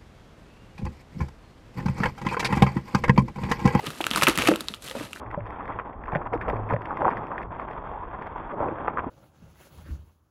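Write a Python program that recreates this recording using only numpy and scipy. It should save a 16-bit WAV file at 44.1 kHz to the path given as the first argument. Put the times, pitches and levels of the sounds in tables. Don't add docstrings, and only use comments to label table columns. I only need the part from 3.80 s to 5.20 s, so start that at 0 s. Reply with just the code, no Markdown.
import sys
import numpy as np
from scipy import signal
from scipy.fft import rfft, irfft, next_fast_len
from scipy.io import wavfile
from scipy.ndimage import map_coordinates

SR = 44100
rng = np.random.default_rng(int(sys.argv[2]) if len(sys.argv) > 2 else 0)


def makeup_ratio(level_db):
    decades = np.asarray(level_db, float) / 20
    return 10 ** decades


def to_wav(sig):
    pcm = np.clip(np.atleast_2d(sig), -1, 1) * 32767
    pcm = np.round(pcm).astype(np.int16)
    wavfile.write(sys.argv[1], SR, pcm.T)


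N = 61739


def unit(x):
    return x / np.sqrt(np.mean(x ** 2) + 1e-20)


def along(points, hz):
    f, value = np.transpose(points)
    return np.interp(np.log(hz + 1), np.log(f + 1), value)


def filtered(x, response):
    size = next_fast_len(N + 8192)
    spectrum = rfft(x, size) * response(np.fft.rfftfreq(size, 1 / SR))
    return irfft(spectrum, size)[..., :N]


def noise(spectrum):
    white = rng.standard_normal(N)
    return unit(filtered(white, lambda hz: makeup_ratio(along(spectrum, hz))))


def wobble(rate):
    knots = rng.standard_normal(int(N * rate / SR) + 4)
    return map_coordinates(knots, [np.arange(N) * rate / SR])


def lay(start_s, rows):
    at = np.round(start_s * SR).astype(int)[:, None] + np.arange(rows.shape[1])
    return np.bincount(at.ravel(), rows.ravel(), N + SR)[:N]


def rings(db, hz, t60, size, attack=0.00022):
    t = np.arange(size) / SR
    db, hz, t60 = (np.broadcast_to(v, np.shape(db))[:, None] for v in (db, hz, t60))
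    decay = makeup_ratio(db - 60 * t / t60)
    return decay * np.sin(2 * np.pi * hz * t) * (1 - np.exp(-t / attack))


# frequency in Hz, relative density in dB per Hz.
ROOM_TONE_SPECTRUM = [(24, -16), (40, 14.5), (377, -28), (550, -8), (656, -24), (12800, -40), (16500, -54)]


def room_tone():
    return makeup_ratio(-46.5) * noise(ROOM_TONE_SPECTRUM)


# frequency in Hz, t60 in seconds.
ROOM_DECAY = [(200, 0.28), (2000, 0.23), (10000, 0.009)]


def room(x):
    hz, t, grid = signal.stft(rng.standard_normal(SR // 3), SR, nperseg=256)
    decay = makeup_ratio(-60 * t / along(ROOM_DECAY, hz)[:, None])
    tail = signal.istft(grid * decay, SR, nperseg=256)[1]
    return signal.fftconvolve(np.pad(x, (90, 0)), tail / np.linalg.norm(tail))[:N]


# frequency in Hz, relative density in dB per Hz.
TABLE_SPECTRUM = [(20, 4), (55, 15), (110, -14), (200, -50)]


def table_rumble(swing_db):
    level_db = -47.5 + 0.77 * swing_db + 1.8 * wobble(7.4)
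    return makeup_ratio(level_db) * noise(TABLE_SPECTRUM)


# frequency in Hz, relative density in dB per Hz.
PADDING_SPECTRUM = [(47, -41), (80, -1.5), (316, -6.5), (403, -9), (1000, -16.5), (1300, -55), (2200, -120)]


def padding_rumble(swing_db):
    lumps_db = 1.5 * wobble(40)
    return makeup_ratio(-44.5 + 0.69 * swing_db + lumps_db) * noise(PADDING_SPECTRUM)


def settling(db):
    SETTLE_T60, RISE_S = 0.025, 0.0029
    t = np.arange(4000) / SR
    power = makeup_ratio(db[:, None] - 60 * t / SETTLE_T60) ** 2 * (1 - np.exp(-t / RISE_S))
    return np.sqrt(lay(np.transpose(CREASE_SNAPS)[0], power))


def grains(rate, hz, octaves, cycles, spread_db):
    count = int(rate * N / SR)
    u, g = rng.random((count, 2)), rng.standard_normal(count)
    pitch = np.clip(hz * 2 ** (octaves * g), 950, 15500)
    size_db = np.minimum(-spread_db * np.log(u[:, 1]), 4 * spread_db)
    shower = rings(size_db, pitch, cycles / pitch, size=400, attack=0.0001)
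    return unit(lay(u[:, 0] * N / SR, shower))


# frequency in Hz, relative density in dB per Hz.
RUSTLE_SPECTRUM = [(500, -6), (900, -20), (1270, 7.5), (1800, -43), (2600, 1.5), (3600, -9.5), (5000, -31),
                   (8000, -52)]


def film_crackle(level):
    crackle = makeup_ratio(-2) * grains(rate=1600, hz=2330, octaves=0.6, cycles=4.9, spread_db=3)
    return level * (crackle + makeup_ratio(-5.5) * noise(RUSTLE_SPECTRUM))


# frequency in Hz, relative density in dB per Hz.
TREBLE_SPECTRUM = [(2500, -10.5), (4000, -1.5), (5200, -6.5), (7000, -8), (11500, -8), (15300, -23),
                   (16100, -37), (16800, -50)]


def film_hiss(level):
    flicker_db = 2.7 * wobble(500)
    return level * makeup_ratio(-6 + flicker_db) * noise(TREBLE_SPECTRUM)


# time in seconds, crackle level in dB, hiss level in dB,
# both before the trims and the flurries of settling.
FILM_STRAIN = [(0, -48, -48), (0.068, -38, -39.5), (.12, -45.5, -44), (.19, -48.5, -42.5), (.3, -42, -42.5),
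               (.38, -30, -30.5), (0.411, -40.5, -34), (0.432, -22, -21), (0.46, -38, -38.5),
               (0.489, -23.5, -27), (0.529, -35, -38), (0.569, -41, -41), (0.587, -27.5, -36.5),
               (0.652, -32.5, -32.5), (0.68, -23, -31.5), (0.721, -38.5, -40), (.79, -46, -46.5),
               (.87, -51, -49), (.95, -54.5, -46), (.99, -57.5, -61), (1.027, -59, -48),
               (1.049, -46.5, -37.5), (1.1, -46, -42.5), (1.14, -52, -47), (1.171, -42, -40.5),
               (1.251, -42.5, -44.5), (1.29, -52.5, -51), (1.4, -51, -47)]


def strain():
    SETTLE_DB, SETTLE_HISS_DB = -24.5, -8.5
    s, *columns = np.transpose(FILM_STRAIN)
    crackle_db, hiss_db = (np.interp(np.arange(N) / SR, s, c) for c in columns)
    _, snap_db, _, _, crack_db = np.transpose(CREASE_SNAPS)
    swing_db = crackle_db - crackle_db.mean()
    shared_wobble = makeup_ratio(1.2 * wobble(90))
    film = film_crackle(makeup_ratio(crackle_db) + settling(snap_db + SETTLE_DB))
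    hiss = film_hiss(makeup_ratio(hiss_db) + settling(crack_db + SETTLE_HISS_DB))
    return shared_wobble * (film + hiss + padding_rumble(swing_db)) + table_rumble(swing_db)


# multiple of the knock's pitch, level in dB before scatter.
WALL_MODES = [(1, -1), (1.68, -5), (2.6, -12)]
# start in seconds, level in dB before the trim,
# pitch in Hz, t60 of the lowest mode in seconds.
WALL_THUMPS = [(0.0382, -24.5, 438, 0.025), (.069, -23, 260, 0.039), (.078, -21, 143, 0.06),
               (0.2058, -17.5, 344, 0.03), (.2058, -11, 790, 0.0092), (0.264, -26.5, 285, 0.034),
               (0.312, -14.5, 232, 0.024), (0.351, -23, 197, 0.053), (.376, -23, 193.3, 0.094),
               (.422, -22, 548, 0.055), (.43, -19.5, 160, 0.076), (.479, -9.5, 317, 0.047),
               (.487, -6.5, 316, 0.044), (0.499, -26, 229, 0.066), (.576, -17.5, 177.5, 0.065),
               (0.591, -20.5, 208, 0.057), (.635, -20.5, 490, .03), (0.67, -30, 336, 0.015),
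               (.6852, -7, 693, 0.018), (0.687, -3, 312.6, 0.046), (0.704, -17.5, 207.5, 0.13),
               (0.7151, -8, 505, 0.027), (.722, -13.5, 333, .07), (.739, -19, 208, 0.029),
               (0.754, -24.5, 587, 0.024), (.812, -29, 230, 0.054), (.904, -28, 218, 0.038),
               (0.924, -34.5, 235, 0.035), (1.109, -32.5, 518, 0.064), (1.1509, -25, 551, 0.055),
               (1.152, -23.5, 250, 0.023), (1.162, -30.5, 640, 0.027), (1.165, -29, 248, 0.11),
               (1.209, -23, 290, 0.047), (1.209, -29, 566, 0.036), (1.242, -27.5, 121, 0.068),
               (1.356, -32.5, 316, 0.019)]


def thumps():
    THUMP_DB, RISE_CYCLES = 3, 0.3
    THUMP_LOW_CUT_HZ = 93
    s, db, pitch, t60 = np.transpose(WALL_THUMPS)
    scatter_db = rng.normal(0, 2, (len(s), len(WALL_MODES)))
    scatter_db[:, 0] = 0
    rise = RISE_CYCLES / pitch[:, None]
    rows = 0
    for k, (ratio, level) in enumerate(WALL_MODES):
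        mode_db = db + THUMP_DB + level + scatter_db[:, k]
        rows = rows + rings(mode_db, pitch * ratio, t60 / ratio, size=4000, attack=rise)
    return filtered(lay(s, rows), lambda f: (1j * f / (THUMP_LOW_CUT_HZ + 1j * f)) ** 2)


# start in seconds, ring level in dB, ring pitch in Hz,
# air pocket level in dB, crack level in dB, the levels before the trims.
CREASE_SNAPS = [(0.065, -23, 1780, -28, -28), (0.069, -14.5, 3160, -28, -39),
                (0.104, -23, 3300, -25, -27.5), (0.2099, -18, 2450, -38, -27.5),
                (0.2137, -12, 3280, -50, -26.5), (0.2417, -9.5, 2660, -21, -27),
                (0.2669, -9.5, 2700, -11.5, -14.5), (0.3062, -34, 4770, -30, -23),
                (0.3125, -5.5, 3150, -23, -23), (0.335, -9.5, 3350, -36, -26),
                (0.3487, -13, 2680, -36, -36), (0.3601, -9, 3850, -10.5, -12), (0.373, -14, 2910, -13, -35),
                (0.375, -31, 1700, -15.5, -16), (0.3791, -19, 2590, -14.5, -28),
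                (0.413, -10, 2560, -21, -25), (0.4225, -6.5, 1830, -7.5, -15),
                (0.434, -4.5, 2750, -13, -11), (0.4359, -17, 4500, -14, -12),
                (0.469, -1.5, 2720, -12.5, -37), (0.472, -0.5, 2470, -9.5, -15),
                (0.4776, -9.5, 1700, -8.5, -33), (0.4842, -8, 1730, -10, -11), (0.497, -12, 2500, -43, -17),
                (0.5565, -21, 3160, -35, -23), (0.576, -11, 1890, -18, -13.5),
                (0.5869, -8, 2530, -14.5, -16), (0.6173, -15, 2780, -35, -27), (0.6215, -9, 2400, -20, -20),
                (0.657, -12, 2430, -34, -38), (0.6739, -3.5, 2530, -15, -14),
                (0.6863, -10.5, 1600, -19, -16.5), (0.7161, -18, 1650, -16.5, -46),
                (0.738, -16, 2620, -22, -50), (0.759, -15.5, 2880, -24.5, -21.5),
                (0.8074, -15.5, 3500, -27.5, -19), (0.8847, -7, 3930, -28.5, -23),
                (0.939, -15, 3170, -28, -46), (0.945, -21.5, 3720, -38, -34),
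                (1.0225, -34, 3540, -45, -32.5), (1.0775, -24, 3040, -38, -40),
                (1.0848, -20.5, 3250, -44, -32), (1.0979, -22.5, 3530, -58, -32),
                (1.1126, -23, 1900, -63, -29), (1.1119, -20, 3300, -51, -51),
                (1.198, -27, 1850, -55, -35.5), (1.3316, -17, 2750, -30, -28.5),
                (1.361, -39, 1620, -28.5, -42), (1.372, -31.5, 1800, -38, -58)]


def snaps():
    SNAP_DB, POCKET_DB, CRACK_DB = 4.5, 7, -0.5
    SNAP_CYCLES = 9.66
    POCKET_HZ, POCKET_T60, CRACK_T60 = 1310, 0.008, 0.0035
    s, db, hz, pocket_db, crack_db = np.transpose(CREASE_SNAPS)
    film = rings(db + SNAP_DB, hz, SNAP_CYCLES / hz, size=600)
    pocket_hz = POCKET_HZ * (1 + 0.067 * rng.standard_normal(len(s)))
    pocket = rings(pocket_db + POCKET_DB, pocket_hz, POCKET_T60, size=600, attack=0.00066)
    white = rng.standard_normal((len(s), 600))
    hiss = irfft(rfft(white) * makeup_ratio(along(TREBLE_SPECTRUM, np.fft.rfftfreq(600, 1 / SR))))
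    fade = makeup_ratio(-60 * np.arange(600) / SR / CRACK_T60)
    burst = hiss * fade
    burst = burst * np.linalg.norm(fade) / np.linalg.norm(burst, axis=1)[:, None]
    crack = makeup_ratio(crack_db[:, None] + CRACK_DB) * burst
    return lay(s, film + pocket + crack)


def scene():
    hits = snaps() + thumps()
    answer = makeup_ratio(-19) * room(hits)
    return (hits + answer + strain() + room_tone())[None]


def band_limit(x):
    return signal.sosfilt(signal.butter(12, 17000, fs=SR, output="sos"), x)


def record(dry):
    LOW_CUT_HZ, TOP_HZ = 89, 16900
    mix = filtered(dry, lambda hz: (hz < TOP_HZ) * hz ** 2 / (hz ** 2 + LOW_CUT_HZ ** 2))
    return band_limit(mix)


dry = scene()
out = record(dry)
to_wav(out)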